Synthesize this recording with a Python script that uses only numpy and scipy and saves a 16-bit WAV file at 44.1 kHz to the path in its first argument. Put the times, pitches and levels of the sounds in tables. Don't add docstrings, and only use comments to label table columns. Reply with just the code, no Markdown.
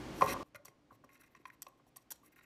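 import sys
import numpy as np
from scipy import signal
from scipy.fft import rfft, irfft, next_fast_len
from scipy.io import wavfile
from scipy.ndimage import map_coordinates

SR = 44100
rng = np.random.default_rng(int(sys.argv[2]) if len(sys.argv) > 2 else 0)


def dump(signal):
    limited = np.clip(np.atleast_2d(signal).T, -1, 1)
    pcm = np.round(limited * 32767).astype(np.int16)
    wavfile.write(sys.argv[1], SR, pcm)


def linear_from_db(decibels):
    return 10 ** (np.asarray(decibels, float) / 20)


N = 108045

# (frequency [Hz], level [dB], t60 at ring factor 1 [s])
BOWL_MODES = [(290.7, -10.5, 0.16), (416.6, -2.5, 0.12), (530.7, -4.5, 0.11), (590, -6.5, 0.086),
              (750, -4, 0.064), (915.5, -10, .08), (978.4, -3, 0.0344), (1045.4, 1.2, 0.053),
              (1085, -17.5, 0.45), (1100, -3, 0.042), (1157, 0.5, 0.047), (1249, -8.5, 0.058),
              (1430, -4, 0.044), (1611, -6.5, .04), (1881, -3, 0.06), (1950, -4.5, 0.0461),
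              (2093, -3, 0.034), (2448, -5.5, 0.057), (2640, -5, 0.033), (3210, -17.5, 0.028),
              (3810, -5.5, 0.025)]
# (frequency [Hz], width [Hz], level when free [dB], level when touching the bowl [dB])
WIRE_MODES = [(3218, 49, -11, -6), (4094, 250, -12, -1), (4530, 44, 1, -11.5), (5090, 60, -2, -13.5),
              (5710, 165, 1.5, 1), (6940, 560, -1.5, -3), (7840, 240, -1.5, -6.5), (8620, 350, 1.5, -4),
              (9980, 285, -9.5, -3.5), (10804, 300, 1.5, -2.5), (12115, 490, 2, 0), (13300, 660, -9, -3),
              (14240, 680, -14, -9.5)]


def unit(x):
    return x / np.sqrt(np.mean(x ** 2) + 1e-20)


def along(points, hz):
    f, v = np.transpose(points)
    return np.interp(np.log(hz + 1), np.log(f + 1), v)


def filtered(x, response):
    m = next_fast_len(x.shape[-1] + 2048)
    spectrum = rfft(x, m) * response(np.fft.rfftfreq(m, 1 / SR))
    return irfft(spectrum, m)[..., :x.shape[-1]]


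def add_at(out, start_s, sound):
    out[round(start_s * SR):][:len(sound)] += sound


def high_pass(f, corner_hz, order):
    return (1j * f / (corner_hz + 1j * f)) ** order


def resonances(f, peaks):
    total = 0
    for k, (hz, width_hz, db) in enumerate(peaks):
        total = total + (-1) ** k * linear_from_db(db) * 1j * f * width_hz / (hz * hz - f * f + 1j * f * width_hz)
    return total


def wire(f, tilt_db_per_octave, chance, touching):
    vary_db, flat_db, low_hz = 2.2, -12.5, 2235
    peaks = [(hz, width_hz, db[touching] + vary_db * c)
             for (hz, width_hz, *db), c in zip(WIRE_MODES, chance)]
    tilt = linear_from_db(tilt_db_per_octave * np.log2((f + 2000) / 8000))
    return (resonances(f, peaks) + linear_from_db(flat_db)) * high_pass(f, low_hz, 3) * tilt


def region_db(hz, centre_hz, octaves):
    return -6 * (np.log2(hz / centre_hz) / octaves) ** 2


def room_tone():
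    # (frequency [Hz], relative density [dB])
    hum_spectrum = [(20, -19), (40, -14), (60, -3.5), (82, -15), (125, -3), (200, -9), (290, -2),
                    (420, -11.5), (640, -14), (1500, -21.5), (2300, -23.5), (5800, -32.5), (12000, -44),
                    (16000, -46.5)]
    level_db = -71
    noise = filtered(rng.standard_normal(N), lambda f: linear_from_db(along(hum_spectrum, f)))
    return linear_from_db(level_db) * unit(noise)


def kitchen(x):
    # (frequency [Hz], t60 [s])
    decay = [(100, 0.27), (500, 0.99), (1100, 0.28), (3000, 0.19), (6000, 0.36), (15000, 0.28)]
    level_db, treble_db, build_s = -8.5, -6.5, 0.012
    out, step = np.zeros(N + SR), SR // 5
    for start in range(0, N, step):
        hz, t, z = signal.stft(rng.standard_normal(SR * 3 // 4), SR, nperseg=256)
        fade = linear_from_db(-60 * t / along(decay, hz)[:, None])
        build = np.minimum(t / build_s, 1)
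        tail = signal.istft(z * fade * build, SR, nperseg=256)[1]
        colour_db = treble_db * np.log2(1 + hz / 2000)
        tail = filtered(tail / np.linalg.norm(tail), lambda f: linear_from_db(np.interp(f, hz, colour_db)))
        wet = signal.fftconvolve(x[start:start + step], tail)
        out[start + 180:][:len(wet)] += wet
    return linear_from_db(level_db) * out[:N]


def grit(size):
    grains_per_s, spread_db, dust_db = 2500, 8, -3
    judder_db, judder_s = 2.5, 0.0044
    hits = rng.random(size) < grains_per_s / SR
    sizes = linear_from_db(spread_db * rng.uniform(-1, 1, size))
    grains = hits * sizes * np.sign(rng.standard_normal(size))
    judder = map_coordinates(rng.standard_normal(size // 40), [np.arange(size) / SR / judder_s])
    return linear_from_db(judder_db * judder) * (unit(grains) + linear_from_db(dust_db) * rng.standard_normal(size))


def strokes(rows, rise_power, fall_power):
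    rub_hz, rub_octaves = 2100, 0.65
    out, t = np.zeros(N + SR), np.arange(SR // 6) / SR
    rub_modes = [(hz, 3 / t60, db + region_db(hz, rub_hz, rub_octaves)) for hz, db, t60 in BOWL_MODES]
    for start_s, length_s, hiss_db, rub_db, tilt_db in rows:
        chance = rng.standard_normal(len(WIRE_MODES))
        u = np.clip(t / length_s, 0, 1)
        shape = u ** rise_power * (1 - u) ** fall_power
        shape = shape / shape.max()
        wires = lambda f: wire(f, tilt_db, chance, True)
        bowl = lambda f: resonances(f, rub_modes)
        for db, body in ((hiss_db, wires), (rub_db, bowl)):
            grains = grit(len(t))
            stroke = filtered(shape * grains, body) / filtered(grains, body).std()
            add_at(out, start_s, linear_from_db(db) * stroke)
    return out[:N]


def drags():
    # (start [s], length [s], wire hiss level [dB], bowl rub level [dB], hiss tilt [dB/octave])
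    drag_rows = [(0.137, 0.13, -82.5, -90, -4), (0.262, 0.056, -73, -67.5, -9),
                 (0.3, 0.04, -69.5, -70.5, -6), (0.439, 0.052, -81, -90, 1), (0.902, 0.063, -76, -81, -2.5),
                 (1.11, 0.047, -69, -69.5, 1), (1.19, 0.038, -69, -68.5, 1),
                 (1.25, 0.032, -75.5, -72.5, -5), (1.291, 0.057, -83, -81.5, 10.5),
                 (1.352, 0.027, -76.5, -67.5, -6), (1.385, 0.042, -84.5, -76.5, -2),
                 (1.462, 0.027, -72, -67.5, 1), (1.513, 0.039, -77.5, -72, 1), (1.68, 0.0092, -67, -71, 5),
                 (1.768, 0.024, -86, -97, -6.5), (1.862, 0.033, -76, -95.5, -1),
                 (1.998, 0.036, -79, -97, -8), (2.225, 0.063, -68, -73.5, 4), (2.318, 0.02, -70, -67, 3),
                 (2.37, 0.029, -74, -65.5, 0), (2.415, 0.037, -73, -70, 1.5)]
    return strokes(drag_rows, rise_power=0.89, fall_power=0.55)


def skids():
    # (start [s], length [s], wire hiss level [dB], bowl rub level [dB], hiss tilt [dB/octave])
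    skid_rows = [(0.226, 0.21, -78.5, -80, -6), (.565, .03, -77, -72, -6), (0.657, 0.089, -66.5, -70.5, -6),
                 (1.09, 0.066, -80, -70.5, -2), (1.153, 0.045, -72.5, -64, -8),
                 (1.232, 0.044, -70, -66.5, -6), (1.971, 0.046, -67, -76, -11.5),
                 (2.13, 0.11, -68, -83, -11), (2.359, 0.05, -68.5, -67, 4.5), (2.408, 0.023, -86, -64, 0)]
    return strokes(skid_rows, rise_power=0.2, fall_power=3.3)


def cracks(rows, touching):
    out, t = np.zeros(N + SR), np.arange(SR // 10) / SR
    for start_s, db, t60_s, tilt_db in rows:
        chance = rng.standard_normal(len(WIRE_MODES))
        noise = rng.standard_normal(len(t))
        crack = noise * linear_from_db(-60 * t / t60_s) * (1 - np.exp(-t / 0.0007))
        tick = filtered(crack, lambda f: wire(f, tilt_db, chance, touching))
        onset_rms = np.sqrt(np.mean(tick[:176] ** 2))
        add_at(out, start_s, linear_from_db(db - 12.5) * tick / onset_rms)
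    return out[:N]


def clinks():
    # (time [s], level [dB], crack t60 [s], tilt [dB/octave])
    clink_rows = [(.649, -46, 0.054, -5.5), (0.654, -38, 0.019, -4), (.682, -49, 0.014, -7),
                  (1.62, -29.5, 0.0052, 2), (1.6261, -35, 0.006, -2), (1.6294, -43, 0.003, -9),
                  (1.96, -47.5, 0.029, -16), (1.964, -41.5, 0.014, 5), (1.968, -36, 0.014, 2),
                  (2.1185, -29.5, 0.0158, -2)]
    return cracks(clink_rows, touching=False)


def ticks():
    # (time [s], level [dB], crack t60 [s], tilt [dB/octave])
    tick_rows = [(0.2095, -61, 0.014, -8), (0.218, -55, 0.034, -19.5), (0.546, -49.5, 0.0085, -12),
                 (.553, -45.5, 0.015, -16), (.558, -44.5, 0.015, -3.2), (0.562, -55.5, 0.018, 2),
                 (1.039, -68, .02, 5.5), (1.043, -57, 0.031, -8), (1.091, -72, .012, -11),
                 (1.176, -63, .006, -10.5), (1.35, -54.5, 0.0064, -15), (1.454, -45.5, 0.024, -21.5),
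                 (1.5, -61, 0.021, -2), (1.666, -46, 0.016, -20), (2.1045, -35, 0.054, -4),
                 (2.112, -30.5, 0.027, 1), (2.122, -39.5, 0.026, -6.5), (2.382, -64, 0.0048, 6),
                 (2.396, -64.5, 0.0057, -5)]
    return cracks(tick_rows, touching=True)


def thumps():
    # (time [s], level [dB], frequency [Hz])
    thump_rows = [(0.222, -56.5, 179), (0.234, -59.5, 105), (0.552, -52, 105), (0.685, -53.5, 128),
                  (0.916, -52.5, 251), (0.925, -56.5, 113.7), (1.044, -51.5, 257), (1.40, -53.5, 318)]
    t60_cycles = 10.8
    out, t = np.zeros(N + SR), np.arange(SR // 3) / SR
    for start_s, db, hz in thump_rows:
        cycles = t * hz
        swing = np.sin(2 * np.pi * cycles) * np.minimum(2 * cycles, 1)
        add_at(out, start_s, linear_from_db(db - 60 * cycles / t60_cycles) * swing)
    return out[:N]


def taps():
    # (time [s], level [dB], favoured pitch [Hz], breadth [octaves], ring length [factor])
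    blow_rows = [(0.2096, -43, 1076, 0.45, 0.74), (0.2184, -50, 2190, 0.31, 0.53),
                 (0.2202, -35.5, 1065, 0.25, 0.72), (0.2204, -44, 640, 0.5, 0.75),
                 (0.2295, -59, 1100, 0.73, 1.8), (.241, -54, 1110, 0.6, 1), (0.262, -54, 1090, 0.37, 2.3),
                 (0.319, -60.5, 1020, 0.51, 1.24), (.34, -57, 970, 0.51, 1.2),
                 (.362, -59.5, 1110, 0.22, 1.3), (.405, -64, 1080, 0.21, 2), (.461, -65, 1100, 0.19, 1.6),
                 (.547, -46.5, 590, 0.1, 0.64), (0.547, -46.5, 1940, 0.61, 1.1),
                 (0.552, -52, 1204, 0.22, 1.17), (.558, -42, 2090, 0.15, 0.55),
                 (0.559, -48, 1430, 0.099, 0.97), (.652, -48.5, 1075, 0.58, 0.81),
                 (0.681, -46.5, 800, 1.6, 0.49), (0.682, -50.5, 2100, 0.064, 0.42),
                 (0.907, -44.5, 1164, 0.34, 0.61), (0.905, -64.5, 1640, 0.073, 0.39),
                 (0.919, -48, 800, 0.74, 0.55), (1.038, -50.5, 1090, 0.61, 0.92),
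                 (1.04, -57, 595, 0.12, 0.78), (1.044, -52.5, 940, 1.16, 0.46),
                 (1.091, -49.5, 2000, 0.45, 0.29), (1.092, -71, 1085, 0.0088, 2.7),
                 (1.217, -56, 1515, 0.23, 0.49), (1.237, -59.5, 2580, 0.19, 0.83),
                 (1.349, -49.5, 1950, 0.396, 0.6), (1.3491, -50.5, 1085, 0.12, 0.85),
                 (1.454, -39, 1950, 0.93, 0.58), (1.454, -38, 1005, 0.068, 0.64),
                 (1.501, -40, 1880, 0.31, 0.38), (1.62, -48.5, 1919, 1.3, 0.64),
                 (1.666, -40, 1087, 0.23, 0.61), (1.666, -48, 646, 0.23, 0.42),
                 (1.667, -48.5, 2720, 0.11, 0.43), (1.796, -55.5, 1050, 0.58, 0.53),
                 (1.867, -59, 777, 0.33, 0.62), (1.962, -57, 1100, 0.083, 1.95),
                 (1.965, -55, 1783, 0.172, 0.49), (1.965, -58, 760, .15, 0.7),
                 (2.104, -55, 1694, 0.17, 0.7), (2.113, -42, 900, 0.14, 0.45),
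                 (2.115, -50, 1570, 0.253, 0.95), (2.114, -53, 547.8, 0.2, 0.29),
                 (2.231, -60, 1130, 0.11, 1.47), (2.364, -55, 1830, 0.52, 0.595),
                 (2.389, -45, 2100, 0.88, 0.24), (2.409, -46.5, 1940, 0.72, 0.16)]
    vary_db, detune_ratio, attack_s = 1.2, 0.0035, 0.00012
    out, t = np.zeros(N + SR), np.arange(SR // 3) / SR
    hz, mode_db, t60_s = np.transpose(BOWL_MODES)[:, :, None]
    sign = (-1.) ** np.arange(len(BOWL_MODES))[:, None]
    for start_s, db, centre_hz, octaves, ring_factor in blow_rows:
        size, detune = rng.standard_normal((2, len(BOWL_MODES), 1))
        gain = sign * linear_from_db(mode_db + region_db(hz, centre_hz, octaves) + vary_db * size)
        decay = linear_from_db(-60 * t / (t60_s * ring_factor))
        modes = decay * np.sin(2 * np.pi * hz * (1 + detune_ratio * detune) * t)
        ring = (gain * modes).sum(axis=0) * (1 - np.exp(-t / attack_s))
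        add_at(out, start_s, linear_from_db(db) * ring / np.linalg.norm(gain))
    return out[:N]


def scene():
    blows = filtered(taps() + thumps(), lambda f: high_pass(f, 73, 2))
    whisk = blows + ticks() + clinks() + drags() + skids()
    return (whisk + kitchen(whisk) + room_tone())[None]


def low_pass(x):
    return signal.sosfilt(signal.butter(12, 16430, fs=SR, output="sos"), x)


def record(dry):
    turn_down_s, turn_down_length_s, turn_down_db = 0.4322, 0.0018, 25
    roll_hz, top_hz, roll_db = 14600, 16400, -21.5
    t = np.arange(N) / SR
    early = 1 - np.clip((t - turn_down_s) / turn_down_length_s + 0.5, 0, 1)
    mic = lambda f: linear_from_db(np.interp(f, [roll_hz, top_hz], [0, roll_db])) * (f < top_hz)
    mix = filtered(dry * linear_from_db(turn_down_db * early), mic)
    return low_pass(mix)


dry = scene()
out = record(dry)
dump(out)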